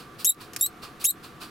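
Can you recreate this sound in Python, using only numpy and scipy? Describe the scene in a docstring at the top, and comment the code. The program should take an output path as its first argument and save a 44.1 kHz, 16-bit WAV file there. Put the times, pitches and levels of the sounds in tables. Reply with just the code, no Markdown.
"""Degu alarm squeaks

A degu in a wire cage gives three sharp, close squeaks: each reaches about 3.9 kHz, holds and breaks up,
its vocal folds ringing through the throat and rasping where they turn rough. Feet tick on the mesh,
and soft sniff-like puffs come about five times a second. A low room noise lies underneath;
the camera's gain control ducks it at each squeak and lets it swell back."""
import sys
import numpy as np
from scipy import signal
from scipy.fft import rfft, irfft, next_fast_len
from scipy.io import wavfile
from scipy.ndimage import uniform_filter1d, minimum_filter1d, map_coordinates

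SR = 44100
rng = np.random.default_rng(int(sys.argv[2]) if len(sys.argv) > 2 else 0)


def store_pcm(level_fs):
    """Save levels as 16-bit WAV."""
    pcm = np.round(np.clip(level_fs, -1, 1) * 32767).astype(np.int16)
    wavfile.write(sys.argv[1], SR, np.atleast_2d(pcm).T)


N = 66150


def squeak(contour, harmonics=5):
    """Vocal-fold overtones shaped by the throat; rough stretches jitter, rasp and split."""
    # throat resonances: f/Hz, level/dB
    throat = [(2200, -13.5), (3050, -12), (3600, -21), (3860, -4), (4200, -14), (4600, -22.5), (5300, -3),
              (5720, -8.5), (6000, -4), (6500, -3.5), (7400, -3), (8300, -4.5), (9000, -2), (11200, 0),
              (12600, -4), (13600, -1.5), (15500, -13.5)]
    # how far the high overtones swing between the microphones: f/Hz, swing/dB
    beam = [(4000, 1.5), (8000, -0.5), (11500, 2), (15500, 4.5)]
    # the folds briefly alternate strong and weak cycles: start/s, end/s, gain of the in-between tones
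    split = (.608, .640, .2)
    jitter, shimmer_db, rasp_db, rough_split = .05, 4, -10, .31  # at full roughness
    jitter_hz, flutter_hz, flutter_db = 1200, 170, 2.02
    swing_hz, left_lean, swing_rad_per_db = 82, .35, .12
    attack_s, release_s, dull_s, dull_db_per_octave = .00096, .0052, .016, -5

    t = np.arange(N) / SR
    times, *columns = np.transpose(contour)
    pitch, db, rough = [np.interp(t, times, column) for column in columns]
    rough = np.clip(rough, 0, 1)
    begin, end, share = split
    split_gain = rough_split * rough + share * np.sin(np.pi * np.clip((t - begin) / (end - begin), 0, 1))
    tilt = dull_db_per_octave * np.clip(1 + (t - times[-1]) / dull_s, 0, 1)  # the ending darkens
    phase = 2 * np.pi * np.cumsum(pitch * (1 + jitter * rough * wobble(jitter_hz))) / SR

    def partial(k):
        """The tone at k times the pitch, wavering on its own in level and stereo position."""
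        hz = k * pitch
        level = amp(along(throat, hz) + tilt * np.log2(k) + flutter_db * wobble(flutter_hz))
        swing_db = along(beam, hz)
        turn = np.outer([1, -1], swing_rad_per_db * swing_db * wobble(swing_hz))
        balance = pan(swing_db * (left_lean + wobble(swing_hz)))
        return level * (hz < SR / 2) * balance * np.sin(k * phase + turn + 2 * np.pi * rng.random())

    voice = sum(partial(k) for k in range(1, harmonics + 1))
    voice += split_gain * sum(partial(k + .5) for k in range(1, harmonics))
    voice *= amp(shimmer_db * rough * wobble(jitter_hz))
    air = noise(lambda hz: amp(along(throat, hz)) * hz ** 4 / (hz ** 4 + 3050 ** 4))  # low cut
    rasp = amp(rasp_db) * rough * (1 + np.cos(phase)) * air  # pulses with the folds
    attack = np.clip((t - times[0]) / attack_s, 0, 1)
    release = np.exp(-np.maximum(t - times[-1], 0) / release_s)
    return amp(db) * attack * release * (voice + rasp)


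def alarm_calls():
    """The degu's three squeaks, each with its own rise and break-up."""
    # one contour per squeak: t/s, f/Hz, level/dB, roughness/0-1
    contours = [
        [(.2455, 2800, -24.5, 1), (.252, 3123, -19.5, .95), (.258, 3520, -20, .8), (.265, 3700, -18.5, .55),
         (.273, 3822, -9.5, 0), (.285, 3890, -13, .04), (.292, 3800, -12, .04), (.297, 3664, -6, .04),
         (.303, 3703, -8.5, .05), (.310, 4100, -16.5, 0), (.321, 3890, -23, 0.43)],
        [(.610, 3716, -20.5, .3), (.614, 3606, -13.5, .04), (.621, 3747, -19.5, .08), (.625, 3792, -15, .06),
         (.642, 3850, -18.5, .03), (.659, 3897, -19.5, .06), (.663, 4130, -12, .45), (.671, 4138, -24, .3)],
        [(1.041, 2150, -28, .8), (1.048, 2573, -19.5, .7), (1.053, 3150, -15.5, .5), (1.060, 3520, -11.5, .6),
         (1.067, 3750, -13, .45), (1.080, 3860, -15, .08), (1.095, 3833, -14, .05), (1.101, 4150, -14.5, .08),
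         (1.108, 4166, -8.5, .12), (1.116, 3550, -28.5, .35)],
    ]
    return sum(squeak(contour) for contour in contours)


def foot_ticks():
    """Feet touch the wire mesh: dry clicks that die within milliseconds."""
    # contacts: t/s, level/dB, decay/s
    contacts = [(0.345, -39.5, 0.0022), (0.534, -36, 0.0048), (0.5472, -43, 0.0047),
                (0.5629, -23.5, 0.0047)]
    # tone of the mesh: f/Hz, level/dB
    colour = [(500, -25), (1100, -6.5), (2200, 4), (3600, -5), (5700, 5.5), (7500, -2), (11000, -3),
              (16000, -12)]
    t = np.arange(N) / SR
    out = np.zeros((2, N))
    for start, db, decay in contacts:
        envelope = (t >= start) * np.exp(-np.abs(t - start) / decay)
        out += amp(db) * envelope * noise(lambda hz: amp(along(colour, hz)))
    return out


def puffs(rise_s=.02, decay_s=.031, pivot_hz=4000):
    """Soft sniff-like hisses that swell and fade, a little to the right."""
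    # puffs: t/s, level/dB, time until the fade/s, treble tilt/dB per octave
    events = [(-.04, -41.5, 0.034, -1.5), (0.182, -39.5, 0.029, 0.7), (0.398, -41, 0.015, -0.5),
              (0.581, -37.5, 0.022, 7.5), (0.816, -38.5, 0.024, -2), (0.994, -39, 0.03, 1),
              (1.224, -43, 0.024, -1), (1.399, -39, 0.035, -1.5)]
    # tone of the hiss: f/Hz, level/dB
    colour = [(400, -18), (850, -13.5), (1200, 0), (2050, -18.5), (2450, -6.5), (3250, -9.5), (4500, -4),
              (6300, -18), (8000, -13.5), (16000, -18)]
    out = np.zeros((2, N))
    for start, db, length, tilt in events:
        t = np.arange(N) / SR - start
        envelope = np.clip(t / rise_s, 0, 1) * np.exp(-np.maximum(t - length, 0) / decay_s)
        hiss = noise(lambda hz: amp(along(colour, hz) + tilt * np.log2((hz + 100) / pivot_hz)))
        out += amp(db) * envelope * hiss
    return out * pan(db=-1.2)


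def cage(x, echoes=10, spread_s=.006, walls_db=-11, room_t60_s=.073, room_db=-12.5):
    """Early echoes off the cage walls, then a short room tail that differs at each microphone."""
    t = np.arange(SR // 4) / SR
    tail = rng.standard_normal((2, len(t))) * amp(-60 * t / room_t60_s)
    response = amp(room_db) * tail / np.linalg.norm(tail[0])
    delays = 1 + (rng.random(echoes) * spread_s * SR).astype(int)
    response[:, delays] += amp(walls_db) * rng.choice([-1, 1], echoes) / np.sqrt(echoes)
    return x + signal.fftconvolve(x, response, axes=1)[:, :N]


def room_noise(rush_db=-47.5):
    """A steady low rush with a faint whirr in it."""
    # tone of the rush: f/Hz, level/dB
    colour = [(25, -9.5), (70, -6.5), (130, 0.5), (320, -1), (480, -3.5), (610, -13), (860, -13),
              (1250, -5), (2000, -13.5), (2600, -16.5), (3700, -19.5), (5500, -25.5), (7700, -29),
              (14000, -31), (16000, -41)]
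    # narrow bands of the whirr: f/Hz, half-width/Hz, level/dB
    bands = [(328.3, 6.7, -60), (724.4, 26, -61.5), (1166.6, 22, -56.5)]
    # stereo balance: f/Hz, leftward pan/dB
    balance = [(100, 1), (400, 0), (1200, -0.8), (2400, -1.1), (8000, 0.5)]
    rush = amp(rush_db) * noise(lambda hz: amp(along(colour, hz)))
    whirr = sum(amp(db) * noise(lambda hz: 1 / (1 + ((hz - centre) / width) ** 2))
                for centre, width, db in bands)
    return filtered(rush + whirr, lambda hz: pan(along(balance, hz)))


def noise(colour):
    """Stereo noise of rms 1, shaped by the gain curve colour(hz)."""
    # stereo image: f/Hz, left-right likeness/0-1
    likeness = [(30, 0.85), (250, 0.95), (700, 0.88), (1300, 0.67), (4000, 0.66), (15000, 0.95)]

    def mid_side_gains(hz):
        angle = np.arccos(np.clip(along(likeness, hz), -1, 1)) / 2
        return colour(hz) * np.array([np.cos(angle), np.sin(angle)])

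    mid, side = filtered(rng.standard_normal((2, N)), mid_side_gains)
    stereo = np.array([mid + side, mid - side])
    return stereo / np.sqrt(np.mean(stereo ** 2) + 1e-20)


def amp(db):
    """Decibels to gain."""
    return 10 ** (np.asarray(db) / 20)


def pan(db):
    """Stereo gains: left up by db, right down by as much."""
    return amp(np.array([[1], [-1]]) * db)


def along(points, hz):
    """Read a curve of (f/Hz, value) points on a log frequency axis."""
    freqs, values = np.transpose(points)
    return np.interp(np.log(hz + 1), np.log(freqs + 1), values)


def wobble(rate):
    """A smooth random curve with rate knots a second."""
    return map_coordinates(rng.standard_normal(N // 4), [np.arange(N) * rate / SR], mode="wrap")


def filtered(x, response):
    """Equalise x with the gain curve response(hz)."""
    size = next_fast_len(N + 8192)
    return irfft(rfft(x, size) * response(np.fft.rfftfreq(size, 1 / SR)), size)[..., :N]


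def scene():
    """Squeaks and foot ticks in the cage, over the puffs and the room."""
    return cage(alarm_calls() + foot_ticks()) + puffs() + room_noise()


def gain_control(x, threshold_db=-19, depth_db=11, attack_s=.0024, hold_s=.025, recover_db_per_s=175):
    """Duck loud sound quickly by at most depth_db, hold, then let the gain climb back."""
    power = np.abs(uniform_filter1d(np.mean(x ** 2, axis=0), size=128))
    gain_db = np.clip(threshold_db - 10 * np.log10(power + 1e-12), -depth_db, 0)
    half_hold = int(hold_s * SR) // 2
    gain_db = minimum_filter1d(gain_db, 2 * half_hold + 1, origin=half_hold)
    climb_db = recover_db_per_s * np.arange(N) / SR
    gain_db = np.minimum.accumulate(gain_db - climb_db) + climb_db
    pole = np.exp(-1 / (attack_s * SR))
    return x * amp(signal.lfilter([1 - pole], [1, -pole], gain_db))


def record(dry):
    """The camera's gain control and treble cutoff."""
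    return filtered(gain_control(dry), lambda hz: hz < 15900)


dry = scene()
out = record(dry)
store_pcm(out)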